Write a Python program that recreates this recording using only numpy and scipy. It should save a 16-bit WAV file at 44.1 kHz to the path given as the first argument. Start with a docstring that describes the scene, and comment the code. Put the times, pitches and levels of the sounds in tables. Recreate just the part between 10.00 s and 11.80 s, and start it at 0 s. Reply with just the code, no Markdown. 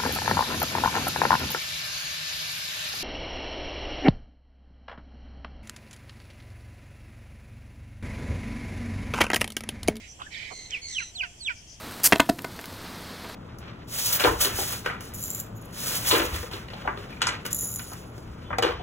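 """A farm track beside a channel: insects and thin peeps sound over soft air and a low rumble.
First ducks rasp and quack softly, their pulsing voices shaped by resonances, and dabble in the mud.
From 0.5 s a bird buzzes in trains of tiny chirps whose tone reaches the left ear first.
From 0.7 s a near bird on the right gives four falling whistles; the last three break into short,
reedy croaks. Two wheezy peeps close the scene. Ground, far bank and trees reflect the calls."""
import sys
import numpy as np
from scipy import signal
from scipy.fft import rfft, irfft
from scipy.io import wavfile
from scipy.ndimage import map_coordinates

SR = 44100
rng = np.random.default_rng(int(sys.argv[2]) if len(sys.argv) > 2 else 0)


def transcribe(signal):
    """Save signal, clipped to [-1, 1], as a 16-bit WAV file at the path in sys.argv[1]."""
    frames = np.atleast_2d(signal).T
    limited = np.clip(frames, -1, 1)
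    pcm = np.round(limited * 32767).astype(np.int16)
    wavfile.write(sys.argv[1], SR, pcm)


N = 79380
T = np.arange(N) / SR
RIGHT_LEAD_S = 0.0003723  # a source on the right reaches the right ear this much sooner

# frequency response of the near bird's throat (frequency [Hz], gain [dB])
BIRD_THROAT = [(450, -38), (950, -16), (1200, -14), (1520, 2.5), (2000, -11), (3200, -12), (3700, -27),
               (4700, -20), (9000, -58)]


def undb(db):
    """Amplitude ratio of a level in decibels."""
    return 10 ** (np.asarray(db) / 20)


def unit(x):
    """Normalisation to rms 1."""
    return x / np.sqrt(np.mean(x ** 2) + 1e-20)


def noise():
    """White Gaussian noise."""
    return rng.standard_normal(N)


def response(hz, points):
    """Gain at hz of a curve of (frequency [Hz], gain [dB]), interpolated over log frequency."""
    f, db = np.array(points, float).T
    return undb(np.interp(np.log(hz + 1), np.log(f), db))


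def colour(x, points):
    """Spectral shaping by a response curve; rms 1."""
    return unit(irfft(rfft(x) * response(np.fft.rfftfreq(N, 1 / SR), points), N))


def resonate(x, hz, width):
    """Two equal resonators in cascade; rms 1."""
    b, a = signal.iirpeak(min(hz, SR / 2 - 1), hz / width, fs=SR)
    return unit(signal.lfilter(b, a, signal.lfilter(b, a, x)))


def formant(hz, centre_hz, width_hz):
    """Gain at hz of a Lorentzian resonance peak."""
    return 1 / (1 + ((hz - centre_hz) / (width_hz / 2)) ** 2)


def walk(rate):
    """Smooth random modulation that changes about rate times a second; rms 1."""
    return unit(map_coordinates(noise(), [T * rate + 10], order=3, mode="wrap"))


def swell(start, length, rise, fall):
    """Envelope of attack, hold and release; rise and fall are shares of the length."""
    u = (T - start) / length
    return np.sin(np.pi / 2 * np.clip(np.minimum(u / rise, (1 - u) / fall), 0, 1))


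def phase_of(hz):
    """Phase in radians, the time integral of frequency."""
    return 2 * np.pi * np.cumsum(hz) / SR


def place(x, pan_db, lag_s=0):
    """Interaural level and time differences: positive pan favours the left ear, positive lag delays it."""
    left = map_coordinates(x, [(T - lag_s) * SR], order=3)
    gains = undb(np.array([[pan_db], [-pan_db]]) / 2)
    return np.array([left, x]) * unit(gains)


def scatter(x, pan_db, spread_s=0.0018, direct=0.74):
    """Multipath propagation: sound reaches each ear through grass by many short paths."""
    t = T[:1024]
    paths = rng.standard_normal((2, len(t))) * np.exp(-t / spread_s)
    paths /= np.sqrt(np.sum(paths ** 2, axis=1, keepdims=True))
    paths[:, 0] += direct
    return signal.fftconvolve(place(x, pan_db), paths, axes=1)[:, :N] / np.hypot(1, direct)


def reflections(x, tail_t60_s=0.15):
    """Diffuse reflection adds scatter from the ground, an echo from the far bank and a tail from trees."""
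    def cloud(delay_s, decay_s, db):
        paths = rng.standard_normal((2, N)) * (T >= delay_s) * np.exp(-np.abs(T - delay_s) / decay_s)
        return undb(db) * paths / np.sqrt(np.sum(paths ** 2, axis=1, keepdims=True))
    ground = cloud(delay_s=0.0045, decay_s=0.0045, db=-13)
    bank = cloud(delay_s=0.077, decay_s=0.029, db=-26)
    trees = cloud(delay_s=0.0045, decay_s=tail_t60_s / np.log(1000), db=-12)
    mono = x.mean(axis=0, keepdims=True)
    return x + signal.fftconvolve(mono, ground + bank + trees, axes=1)[:, :N]


def open_air(air_db=-54, rumble_db=-55, side_db=-13, coherent_below_hz=300):
    """Interaural coherence sets width: independent hiss is wide, shared rumble and murmur are central."""
    # spectra of the steady air and the rumble (frequency [Hz], relative density [dB])
    air_spectrum = [(20, -4.5), (133, 0.5), (491, -15), (649, -9), (1300, -22), (3080, -9), (3750, -22.5),
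                    (5850, -20), (7310, -19.5), (9390, -19.5), (12000, -32.5), (15000, -34)]
    rumble_spectrum = [(20, -6.5), (65, 2.5), (125, -6.5), (200, -27), (310, -15.5), (1500, -55.5)]
    # envelope of the air's low murmur (time [s], level [dB])
    murmur_levels = [(0, -73), (.25, -61.5), (.8, -59), (.93, -69.5), (1.8, -71)]
    air = undb(air_db) * np.array([colour(noise(), air_spectrum) for _ in range(2)])
    low = signal.sosfiltfilt(signal.butter(2, coherent_below_hz, fs=SR, output="sos"), air)
    air = air - low + low[0]
    middle = colour(noise(), rumble_spectrum)
    side = undb(side_db) * colour(noise(), rumble_spectrum) * np.array([[1], [-1]])
    murmur = undb(np.interp(T, *np.array(murmur_levels).T)) * resonate(noise(), hz=330, width=540)
    return air + undb(rumble_db) * (middle + side) + murmur


def insect_chorus(waver_db=1.3):
    """Insects merge into bands of noise with slight random amplitude modulation."""
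    # insect bands (centre [Hz], width [Hz], level [dB])
    bands = [(3245, 270, -63), (5930, 1850, -58)]
    out = 0
    for hz, width, db in bands:
        strength = undb(db + waver_db * walk(27.3))
        out = out + strength * np.array([resonate(noise(), hz, width) for _ in range(2)])
    return out


def insect_trills():
    """Narrow-band noise is heard as a pitch: one thin shrill comes and goes in the grass."""
    # trills (start [s], length [s], level [dB])
    trills = [(0, .8, -58), (1.11, .1, -56), (1.25, .33, -59)]
    strength = sum(undb(db) * swell(start, length, rise=0.092, fall=0.1) for start, length, db in trills)
    return scatter(resonate(noise(), hz=7430, width=330) * strength, pan_db=0)


def far_peeps(jitter=0.092):
    """Farther birds sing gliding tones; random frequency modulation makes some wheezy."""
    # notes (start [s], length [s], first pitch [Hz], last pitch [Hz], level [dB], roughness [-], pan [dB])
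    notes = [(0.068, 0.082, 5995, 5890, -48, 0.4, -8), (0.207, 0.099, 1300, 1734, -52.5, 0.92, 31),
             (.264, 0.013, 1680, 1715, -40, 0.3, -37), (.316, .022, 5650, 5250, -52, .25, -8),
             (.337, .028, 4050, 3180, -42.5, .2, -10), (.369, .018, 5400, 4950, -48, .2, -10),
             (1.133, 0.2, 725, 696, -55.5, 0.2, 16), (1.548, 0.076, 5990, 5600, -51, 1.19, 14),
             (1.661, 0.11, 5920, 5580, -49, 1.17, 8)]
    out = 0
    for start, length, first_hz, last_hz, db, rough, pan in notes:
        glide = np.interp(T, [start, start + length], [first_hz, last_hz])
        tone = unit(np.sin(phase_of(glide * (1 + jitter * rough * walk(1500)))))
        out = out + place(tone * undb(db) * swell(start, length, rise=0.4, fall=0.44), pan)
    return out


def mud_taps(relative_width=0.39):
    """Impact excitation: each wet click is a burst of contact noise ringing one broad resonance."""
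    # bills and feet in the mud (time [s], level [dB], centre [Hz], decay [s])
    contacts = [(.202, -43.5, 2640, 0.01), (.217, -24.5, 1160, 0.0021), (0.217, -42, 3060, 0.021),
                (0.7079, -20, 5900, 0.00023), (1.071, -51, 8900, 0.00078)]
    out = 0
    for t, db, hz, decay in contacts:
        burst = noise() * (T >= t) * np.exp(-np.abs(T - t) / decay)
        decay_rms = np.sqrt(decay * SR / 2 / N)  # of a unit exponential over the whole scene
        out = out + undb(db) * decay_rms * resonate(burst, hz, hz * relative_width)
    return place(out, pan_db=-4, lag_s=RIGHT_LEAD_S)


def reed(hz, jitter, air):
    """A vibrating valve chops airflow into uneven pulses, each followed by a puff of noise."""
    periods = np.cumsum(hz * (1 + jitter * walk(200))) / SR
    pulses = np.diff(np.floor(periods), prepend=0) * undb(0.6 * walk(159.5))
    puffs = noise() * np.exp(-(periods % 1) / 1.2)
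    return unit(pulses) + air * unit(puffs)


def duck_rasps():
    """Source and filter: irregular, breathy pulses pass through the resonances of a duck's throat."""
    # rasps (start [s], length [s], pulse rate [Hz], level [dB], pan [dB])
    calls = [(-.02, 0.13, 257.6, -49, -11), (0.3, 0.25, 237.1, -39, -10), (0.693, 0.13, 246.3, -43, -5.5)]
    # response of the duck's throat (frequency [Hz], gain [dB])
    duck_throat = [(300, -42), (1450, -14), (1800, 0), (2220, 10), (2800, 0), (5300, -8), (7200, -18),
                   (9000, -45)]
    out = 0
    for start, length, hz, db, pan in calls:
        voice = colour(reed(hz, jitter=0.3, air=1.6), duck_throat)
        rasp = voice * undb(db) * swell(start, length, rise=0.24, fall=0.57)
        out = out + scatter(rasp, pan, spread_s=0.0055, direct=0.9)
    return out


def duck_quacks(closing_oct_per_s=15, jitter=0.22):
    """A falling formant darkens the harmonics of each soft quack as the bill closes."""
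    # quacks (start [s], length [s], pulse rate [Hz], level [dB], initial mouth resonance [Hz])
    calls = [(0.188, 0.048, 290, -45, 1390), (0.502, 0.04, 228.4, -41, 1050)]
    out = 0
    for start, length, hz, db, open_hz in calls:
        mouth_hz = open_hz * 2 ** (-closing_oct_per_s * np.clip(T - start, 0, length))
        phase = phase_of(hz * (1 + jitter * walk(700)))
        voice = sum(formant(k * hz, mouth_hz, width_hz=520) * np.sin(k * phase + rng.uniform(0, 2 * np.pi))
                    for k in range(1, 14))
        out = out + unit(voice) * undb(db) * swell(start, length, rise=0.31, fall=0.46)
    return place(out, pan_db=-13, lag_s=RIGHT_LEAD_S)


def bird_buzzes(chirp_rate_hz=75, swing=0.099, fall_oct_per_s=0.33, jitter=0.06, flicker_db=2):
    """Sawtooth frequency modulation makes an uneven train of upward chirps, rich in overtones and hiss."""
    # notes (start [s], length [s], pitch [Hz], pan [dB], roughness [-], hiss [dB], partials 1-4 [dB])
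    notes = [(.505, .22, 2150, -4, .35, -51, [-50, -45.5, -48, -58]),
             (.812, .135, 2235, -3.5, .15, -58, [-50, -41, -46, -66]),
             (.865, .17, 2080, -3, .8, -44, [-53, -47, -44, -51]),
             (.975, .15, 2050, -1.5, .3, -51, [-58, -48, -44, -58])]
    # spectrum of the hiss (frequency [Hz], relative density [dB])
    hiss_spectrum = [(1800, -17.5), (4200, -7), (4900, 0), (6000, 7), (6800, 3), (7700, 0), (9000, -30),
                     (12000, -35)]
    beat = (T * chirp_rate_hz + 0.13 * walk(55)) % 1  # runs from 0 to 1 in each chirp
    throb = (1 - 0.3 * np.cos(2 * np.pi * beat)) * undb(flicker_db / 2 * walk(79.7))
    out = 0
    for start, length, hz, pan, rough, hiss_db, partials_db in notes:
        pitch = hz * 2 ** (-fall_oct_per_s * np.clip(T - start, 0, length))
        phase = phase_of(pitch * (1 + swing * (beat - 0.5) + jitter * rough * walk(900)))
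        voice = np.sqrt(2) * sum(undb(db + flicker_db * walk(89.3)) * np.sin(k * phase)
                                 for k, db in enumerate(partials_db, 1))
        hiss = undb(hiss_db) * colour(noise(), hiss_spectrum)
        envelope = swell(start, length, rise=0.22, fall=0.77) * throb
        out = out + place(voice * envelope, pan, lag_s=-0.000515) + scatter(hiss * envelope, pan)
    return out


def bird_croaks(jitter=0.05, flicker_db=7, attack_s=0.003, release_s=0.004):
    """A register break: the voice drops to a rough, reedy harmonic series that sags and dies away."""
    # one curve a croak (time [s], pitch [Hz], source level [dB], roughness [-], upper resonance [Hz])
    curves = [
        [(.999, 555, -39, 0.55, 2560), (1.017, 488, -36.5, 0.25, 2760), (1.031, 452, -36, 0, 2780),
         (1.046, 405, -53, 0.2, 2600)],
        [(1.225, 532, -44.5, .2, 2720), (1.237, 516, -26, 0.17, 2700), (1.25, 470, -35.5, 0.17, 2720),
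         (1.273, 415, -49, 0.2, 2570)],
        [(1.492, 555, -31, 0.65, 2180), (1.511, 492, -32, 0.25, 2400), (1.522, 468, -39, 0.13, 2500),
         (1.534, 410, -44, 0.2, 2380)],
    ]
    out = 0
    for curve in curves:
        t, *columns = np.array(curve).T
        pitch, db, rough, upper_hz = (np.interp(T, t, column) for column in columns)
        phase = phase_of(pitch * (1 + jitter * rough * walk(700)))
        voice = 0
        for k in range(1, 13):
            upper = undb(-0.5) * formant(k * pitch, upper_hz, width_hz=200)
            throat = response(k * pitch, BIRD_THROAT) + upper
            flicker = undb(flicker_db * rough * walk(150))
            voice = voice + throat * flicker * np.sin(k * phase + rng.uniform(0, 2 * np.pi))
        breath = 0.5 * rough * colour(noise(), BIRD_THROAT)
        gate = np.clip(np.minimum((T - t[0]) / attack_s, (t[-1] - T) / release_s), 0, 1)
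        out = out + undb(db) * gate * (voice + breath)
    return place(out, pan_db=-9, lag_s=RIGHT_LEAD_S)


def bird_whistles(waver=0.00734, flutter_db=1, octave_flicker_db=3.5, breath_db=-32):
    """A nearly sinusoidal oscillation sweeps down and swells; a hoarse second harmonic comes and goes."""
    # one curve a whistle (time [s], pitch [Hz], level [dB], octave level [dB])
    curves = [
        [(.694, 3900, -52, -68), (.713, 3480, -50, -68), (.719, 3180, -39, -66), (.733, 3050, -34, -62),
         (.741, 2850, -27.5, -58), (.752, 2520, -29.5, -54), (.762, 2440, -35, -58), (.773, 2250, -36.5, -60),
         (.781, 2050, -46, -66)],
        [(.925, 3886, -50, -41), (.94, 3585, -43, -62), (.957, 3234, -35, -59), (.971, 2965, -27.5, -67),
         (.981, 2922, -32, -64), (.987, 2550, -23, -41), (.995, 2390, -36, -53), (1.008, 1990, -36.5, -51)],
        [(1.142, 4730, -63, -72), (1.159, 4260, -36, -64), (1.173, 3860, -39.5, -56), (1.186, 3390, -37, -46),
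         (1.195, 3037, -35.5, -54), (1.199, 2958, -30.5, -46), (1.207, 2854, -29, -53),
         (1.212, 2500, -23.5, -46), (1.221, 2330, -33.5, -43), (1.231, 2020, -39, -60)],
        [(1.38, 6034, -60, -85), (1.395, 4750, -61, -59), (1.412, 4460, -39, -52), (1.428, 4200, -40.5, -50.5),
         (1.44, 3955, -47.5, -33), (1.453, 3690, -36, -90), (1.471, 3200, -26.5, -40),
         (1.478, 2730, -29.5, -58), (1.487, 2370, -24.5, -47), (1.496, 2200, -29.5, -70)],
    ]
    out = 0
    for curve in curves:
        t, *columns = np.array(curve).T
        pitch, db, octave_db = (np.interp(T, t, column) for column in columns)
        phase = phase_of(pitch * (1 + waver * walk(500)))
        gate = swell(t[0], t[-1] - t[0], rise=0.023, fall=0.009) * undb(flutter_db * walk(250))
        octave_gain = undb(octave_db + octave_flicker_db * walk(150))
        octave = octave_gain * np.sin(2 * phase + 0.4 * walk(830))  # phase noise broadens the partial
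        breath = undb(breath_db) * colour(noise(), BIRD_THROAT)
        out = out + np.sqrt(2) * gate * (undb(db) * (np.sin(phase) + breath) + octave)
    return place(out, pan_db=-5.5, lag_s=RIGHT_LEAD_S)


def scene():
    """Superposition: birds, ducks and their reflections add to the insects and the air."""
    birds = bird_whistles() + bird_croaks() + bird_buzzes() + far_peeps()
    ducks = duck_rasps() + duck_quacks() + mud_taps()
    return reflections(birds + ducks) + insect_trills() + insect_chorus() + open_air()


def record(dry):
    """Band limiting: a steep elliptic low-pass removes the treble above 15.5 kHz."""
    return signal.sosfilt(signal.ellip(8, 0.2, 70, 15500, fs=SR, output="sos"), dry)


dry = scene()
out = record(dry)
transcribe(out)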